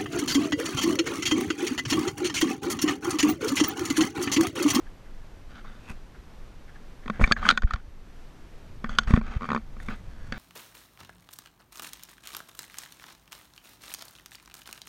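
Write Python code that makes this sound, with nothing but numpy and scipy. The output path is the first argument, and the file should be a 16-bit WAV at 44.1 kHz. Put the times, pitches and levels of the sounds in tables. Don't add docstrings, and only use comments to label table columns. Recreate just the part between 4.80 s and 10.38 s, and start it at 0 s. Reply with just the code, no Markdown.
import sys
import numpy as np
from scipy import signal
from scipy.fft import rfft, irfft, next_fast_len
from scipy.io import wavfile
from scipy.ndimage import uniform_filter1d, minimum_filter1d, map_coordinates

SR = 44100
rng = np.random.default_rng(int(sys.argv[2]) if len(sys.argv) > 2 else 0)


def generate_wav(signal):
    frames = np.transpose(np.atleast_2d(signal))
    scaled = np.clip(frames, -1, 1) * 32767
    pcm = np.round(scaled).astype(np.int16)
    wavfile.write(sys.argv[1], SR, pcm)


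N = 246078

# f/Hz, width/Hz, level/dB
WALL_MODES = [(407, 33, -30.5), (588, 68, -8), (738, 42, -2.5), (1124, 120, 5.5), (1487, 145, 3),
              (1805, 58, 3), (1994, 136, -2.5), (2310, 150, 1), (2590, 200, -5)]
# f/Hz, width/Hz, level/dB
CORNER_MODES = [(3074, 390, 1.5), (3440, 300, 7.5), (3580, 257, 8), (4160, 160, -3.5), (4533, 120, 0.5),
                (4900, 150, -8.5), (5556, 150, -11), (6260, 110, -6.5), (6290, 210, -9), (7280, 18, -22),
                (7370, 1100, -16), (9160, 230, -40), (10770, 820, -40.5), (13400, 2000, -35)]


def amp(db):
    return 10 ** (np.asarray(db) / 20)


def unit(x):
    return x / np.sqrt(np.mean(x ** 2) + 1e-20)


def add(track, at_s, sound):
    part = track[max(round(at_s * SR), 0):][:len(sound)]
    part += sound[:len(part)]


def wobble(rate_hz):
    knots = rng.standard_normal(int(N * rate_hz / SR) + 4)
    return map_coordinates(knots, [np.arange(N) * rate_hz / SR])


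def filtered(x, response):
    size = next_fast_len(len(x) + SR // 10)
    return irfft(rfft(x, size) * response(np.fft.rfftfreq(size, 1 / SR)), size)[:len(x)]


def soften(x, edge_hz, order):
    return signal.sosfilt(signal.butter(order, min(edge_hz, SR / 2 - 1), fs=SR, output="sos"), x)


def resonance(f, centre_hz, width_hz):
    return 1j * f * width_hz / (centre_hz ** 2 - f * f + 1j * f * width_hz)


def resonate(force, modes, scatter_db):
    offset_db = rng.normal(0, 1, len(modes)) * scatter_db
    return unit(filtered(force, lambda f: sum((-1) ** k * amp(db + offset_db[k]) * resonance(f, hz, width)
                                              for k, (hz, width, db) in enumerate(modes))))


def ring(t, modes):
    tones = sum(amp(db - 60 * t / t60_s) * np.sin(2 * np.pi * (hz * t + rng.random()))
                for hz, t60_s, db in modes)
    return tones * (1 - np.exp(-t / 0.00026))


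def contact(t, decay_s, grit):
    force = grit * rng.standard_normal(len(t)) * np.exp(-t / decay_s)
    force[0] += 1
    return force


def pressure(t, start_s, top_s, end_s):
    return np.interp(t, np.sort([start_s, top_s, end_s]), [0, 1, 0]) ** 0.46


def rumble_and_hiss():
    # f/Hz, relative level/dB
    spectrum = [(12, -11.5), (20, 1), (30, -10), (97, -20.5), (128, -21.5), (328, -27.5), (433, -30),
                (511, -30.5), (674, -33), (1730, -38.5), (6010, -50), (11100, -60), (12000, -60),
                (15000, -67.5)]
    # three corner times t/s (sorted: start, peak, end), sway rise/dB
    swings = [(2.25, 2.467, 3.35, 21.5), (3.745, 4.55, 4.5, 28), (4.572, 4.988, 9.8, 13.5)]
    t = np.arange(N) / SR
    hz, db = np.transpose(spectrum)
    colour = lambda f: amp(np.interp(np.log(f + 1), np.log(hz), db))
    low_share = lambda f: 1 / (1 + (f / 130) ** 4)
    rumble = unit(filtered(rng.standard_normal(N), lambda f: colour(f) * np.sqrt(low_share(f))))
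    sway = unit(soften(filtered(rng.standard_normal(N), colour), edge_hz=35.9, order=3))
    hiss = unit(filtered(rng.standard_normal(N), lambda f: colour(f) * np.sqrt(1 - low_share(f))))
    swing_db = sum(np.interp(t, np.sort(times_s), [0, rise_db, 0]) for *times_s, rise_db in swings)
    handling = amp(0.63 * swing_db) * rumble + amp(swing_db - 9.5) * sway
    return amp(-43.5 + 1.4 * wobble(26.02)) * handling + amp(-54 + 0.6 * wobble(6.28)) * hiss


def whine():
    # f/Hz, level/dB
    tones = [(5846, -79.5), (8780, -85), (11719, -79)]
    t = np.arange(N) / SR
    return sum(amp(db) * np.sin(2 * np.pi * hz * t + 0.3 * wobble(25)) for hz, db in tones)


def thumps():
    # t/s, level/dB, f/Hz
    pushes = [(1.107, -32, 57), (2.401, -18.5, 250), (2.413, -15, 55), (2.438, -7.5, 21.6),
              (2.514, -13.5, 146), (2.849, -7, 23.7), (2.945, -14.5, 28), (4.28, -16.5, 26.4),
              (4.308, -16.5, 91), (4.341, -2.5, 49), (4.568, -14.5, 39)]
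    out, t = np.zeros(N), np.arange(-SR // 10, SR // 10) / SR
    for at_s, db, hz in pushes:
        phase = 2 * np.pi * hz * t
        pulse = -phase / (1 + phase ** 2) ** 2
        add(out, at_s + t[0], amp(db) * pulse / pulse.max())
    return out


def rub(rise_s, fall_s, panel_hz, width_hz, panel_db, hard_db, hiss_db):
    n, clump_hz, grains_per_s = SR // 3, 150, 1600
    t = np.arange(n) / SR
    size, chance, fine = rng.standard_normal(n), rng.random(n), rng.standard_normal(n)
    clumps = amp(2.07 * np.interp(t * clump_hz, np.arange(n), rng.standard_normal(n)))
    grains = clumps * (size * (chance < grains_per_s / SR) + 0.063 * fine)
    panel = amp(panel_db) * resonate(grains, [(panel_hz, width_hz, 0)], scatter_db=0)
    skin = unit(soften(clumps * fine, edge_hz=1050, order=1))
    walls = resonate(grains, WALL_MODES, scatter_db=3)
    body = unit(soften(panel + walls + skin, edge_hz=3200, order=2))
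    corners = resonate(grains, CORNER_MODES, scatter_db=5.5)
    edge = amp(hard_db) * unit(soften(corners, edge_hz=6400, order=3))
    hiss = unit(soften(clumps * grains, edge_hz=12000 * amp(0.26 * hiss_db), order=3))
    mount = amp(-2.5 - panel_db) * resonate(grains, [(221, 24, 0)], scatter_db=0)
    force = pressure(t, 0, rise_s, rise_s + fall_s)
    return amp(-1.5) * force * (body + edge + amp(hiss_db) * hiss + mount)


def rubs():
    # peak t/s, rise/s, fall/s, level/dB, panel f/Hz, hardness/dB, skin hiss/dB
    strokes = [(.78, 0.091, 0.041, -49, 1380, -8.5, -20), (.885, .04, .12, -52.5, 1430, -9, -18),
               (1.06, 0.058, 0.089, -54.5, 2630, -13, -11), (1.101, .03, 0.028, -42.5, 2500, -17, -7.5),
               (2.355, .04, 0.051, -46, 1650, -21, -19), (2.425, 0.026, 0.051, -33, 1760, -18.5, -12.5),
               (2.505, .04, 0.038, -36.5, 2150, -10.5, -16), (2.579, .018, 0.07, -35, 1550, -18, -26.5),
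               (2.69, .075, 0.023, -27, 1314, -10.5, -16), (2.731, .025, 0.071, -39.5, 1450, -8, -21.5),
               (2.89, 0.024, 0.12, -43, 1392, -12, -34), (4.11, .025, 0.17, -41.5, 1430, -9.5, -18),
               (4.32, 0.051, 0.086, -32.5, 1290, -18, -15), (4.52, 0.099, 0.067, -36, 1270, -19.5, -20.5),
               (4.7, 0.13, 0.13, -45.5, 1240, -14.5, -17), (5.03, .04, 0.18, -53, 2043, -9, -6),
               (5.115, 0.032, .045, -39, 1274, -19, -27), (5.42, 0.17, 0.24, -56, 1670, -12.5, -12),
               (5.575, 0.056, .04, -40.5, 1500, -14, -29)]
    out = np.zeros(N)
    for top_s, rise_s, fall_s, db, hz, hard_db, hiss_db in strokes:
        scrape = rub(rise_s, fall_s, hz, width_hz=156, panel_db=-0.5, hard_db=hard_db, hiss_db=hiss_db)
        add(out, top_s - rise_s, amp(db) * scrape)
    return out


def squeaks(rise_s=0.015, fall_s=0.011):
    # peak t/s, level/dB, panel f/Hz
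    slips = [(.07, -52.5, 1690), (.267, -56, 1690), (0.791, -42.5, 1370), (0.854, -46.5, 1150),
             (1.357, -50, 1630), (1.894, -47.5, 1650), (1.961, -50.5, 1670), (2.237, -53.5, 1730),
             (2.572, -36, 1700), (4.067, -41, 1550), (5.535, -36, 1620)]
    out = np.zeros(N)
    for top_s, db, hz in slips:
        squeak = rub(rise_s, fall_s, hz, width_hz=120, panel_db=8.5, hard_db=-22.5, hiss_db=-24)
        add(out, top_s - rise_s, amp(db) * squeak)
    return out


def knock(panel_hz, panel_db, t60_s, hard_db, give_db, mount_db):
    # f/Hz, t60/s, level/dB
    mount_modes = [(154, 0.11, -5.5), (224.7, 0.091, 10.5), (258, 0.04, -11), (404, 0.072, -17.5),
                   (481.5, 0.048, -12.5)]
    # f/Hz, t60/s, level/dB
    screw_modes = [(6430, .085, 2), (7150, 0.076, -2), (8080, 0.075, -10.5)]
    t = np.arange(SR // 6) / SR
    panel = np.sin(2 * np.pi * panel_hz * t) * amp(-60 * t / max(t60_s, 0.003))
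    panel *= 1 - np.exp(-t / 0.00076)
    walls = resonate(contact(t, decay_s=0.0013, grit=1.0), WALL_MODES, scatter_db=2)
    corners = resonate(contact(t, decay_s=0.0025, grit=0.18), CORNER_MODES, scatter_db=3.5)
    give = unit(np.sin(2 * np.pi * 470 * t) * amp(-60 * t / 0.0087))
    body = unit(soften(amp(panel_db) * unit(panel) + walls, edge_hz=1.56 * panel_hz, order=3))
    crack = np.diff(contact(t, decay_s=0.0021, grit=0.44), prepend=0)
    crack = unit(soften(crack, edge_hz=1670, order=2))
    screw = amp(-29) * unit(ring(t, screw_modes))
    edge = soften(corners + amp(-2) * crack, edge_hz=6650, order=3) + screw
    grip_tuning = 1 + 0.025 * rng.normal()
    case = unit(body + amp(hard_db + 6.5) * edge) + amp(give_db) * give
    return amp(-22) * case + amp(mount_db - 4.5) * ring(grip_tuning * t, mount_modes)


def creaks():
    # start t/s, peak t/s, end t/s, gap/s, level/dB
    runs = [(4.609, 4.638, 4.662, .011, -21), (4.689, 4.719, 4.742, .014, -14.5),
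            (4.748, 4.748, 4.779, .0137, -14.5)]
    out = np.zeros(N)
    for start_s, top_s, end_s, gap_s, db in runs:
        for at_s in np.arange(start_s, end_s, gap_s):
            slip = knock(panel_hz=1186, panel_db=1.5, t60_s=0.011,
                         hard_db=-27.5, give_db=-6, mount_db=-12)
            add(out, at_s, amp(db) * pressure(at_s, start_s - gap_s, top_s, end_s) * slip)
    return out


def taps():
    # t/s, level/dB, weight/dB, hardness/dB
    landings = [(2.259, -34.5, -0.5, -21), (2.279, -25.5, -13, -18), (2.299, -17.5, -8, -25),
                (2.396, -28, 2.5, -32), (2.413, -17, -4, -37), (2.475, -20.5, -5, -15),
                (2.512, -5, -23, -32.5), (2.722, -21.5, -5, -16.5), (2.833, -24, -4.5, -22),
                (2.959, -26.5, -14.5, -19), (4.043, -21, -7.5, -24.5), (4.093, -25, -8.5, -17),
                (4.273, -26, -15, -19), (4.307, -20.5, -4.5, -23), (4.337, -12.5, -0.5, -24.5),
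                (4.362, -17, -12, -18), (4.374, -17.5, 7, -28), (4.413, -24, -7.5, -27.5),
                (4.967, -41, -4, -33), (5.085, -24, -3.5, -22.5), (5.523, -24, -8.5, -11)]
    out = np.zeros(N)
    for at_s, db, weight_db, hard_db in landings:
        tap = knock(panel_hz=1264, panel_db=-5.5, t60_s=0.0091,
                    hard_db=hard_db, give_db=weight_db + 0.5, mount_db=weight_db - 1)
        add(out, at_s, amp(db) * tap)
    return out


def clicks():
    # t/s, level/dB, panel f/Hz, hardness/dB
    snaps = [(2.44, -4.5, 2310, -29.5), (2.521, 0, 1650, -10.5), (2.565, -17, 1680, -37),
             (2.628, -14.5, 1190, -42), (2.652, -10, 1490, -38), (2.665, -11, 1225, -28),
             (2.689, 3.5, 1350, -11), (2.702, -1.5, 1358, -17), (2.71, -4.5, 1433, -11),
             (2.775, -5.5, 1480, -17), (2.8211, -19.5, 1490, -20.5), (2.874, -29, 1430, -37),
             (2.908, -13.5, 1263, -27), (2.936, -12.5, 1384, -17), (4.186, -3, 1434, -12),
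             (4.234, -33.5, 1400, -9), (5.001, -34, 1850, -26)]
    out = np.zeros(N)
    for at_s, db, hz, hard_db in snaps:
        t60_s = 0.027 * amp(0.25 * db)
        snap = knock(hz, panel_db=6, t60_s=t60_s, hard_db=hard_db, give_db=-29, mount_db=-28.5)
        add(out, at_s, amp(db) * snap)
    return out


def air_gap(x):
    # f/Hz, width/Hz, gain/dB
    bands = [(320, 110, -8.5), (440, 100, -1), (2880, 250, -2.5), (3740, 330, -1.5), (5340, 340, -2),
             (5650, 180, 2), (5950, 290, -3), (6550, 280, 4), (7430, 800, -5), (9770, 700, -9)]
    return filtered(x, lambda f: np.prod([1 + (amp(db) - 1) * resonance(f, hz, width_hz)
                                          for hz, width_hz, db in bands], axis=0))


def scene():
    contacts = clicks() + taps() + creaks() + rubs() + squeaks()
    return (air_gap(contacts) + thumps() + rumble_and_hiss() + whine())[None]


def record(dry, release_s=0.13, smooth_s=0.064, duck=3.87, ceiling=0.97, top_hz=15400):
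    x, t = dry[0], np.arange(N) / SR
    rms = np.sqrt(np.abs(signal.lfilter([1 / 600], [1, 1 / 600 - 1], x * x)))
    fade = np.exp(-t / release_s)
    held = np.maximum.accumulate(rms / fade) * fade
    pole = np.exp(-1 / (smooth_s * SR))
    x = x / (1 + duck * signal.lfilter([1 - pole], [1, -pole], held))
    limiter_gain = minimum_filter1d(1 / np.maximum(np.abs(x) / ceiling, 1), size=301)
    x = x * uniform_filter1d(limiter_gain, size=301)
    return filtered(x, lambda f: f < top_hz)[None]


dry = scene()
out = record(dry)
generate_wav(out)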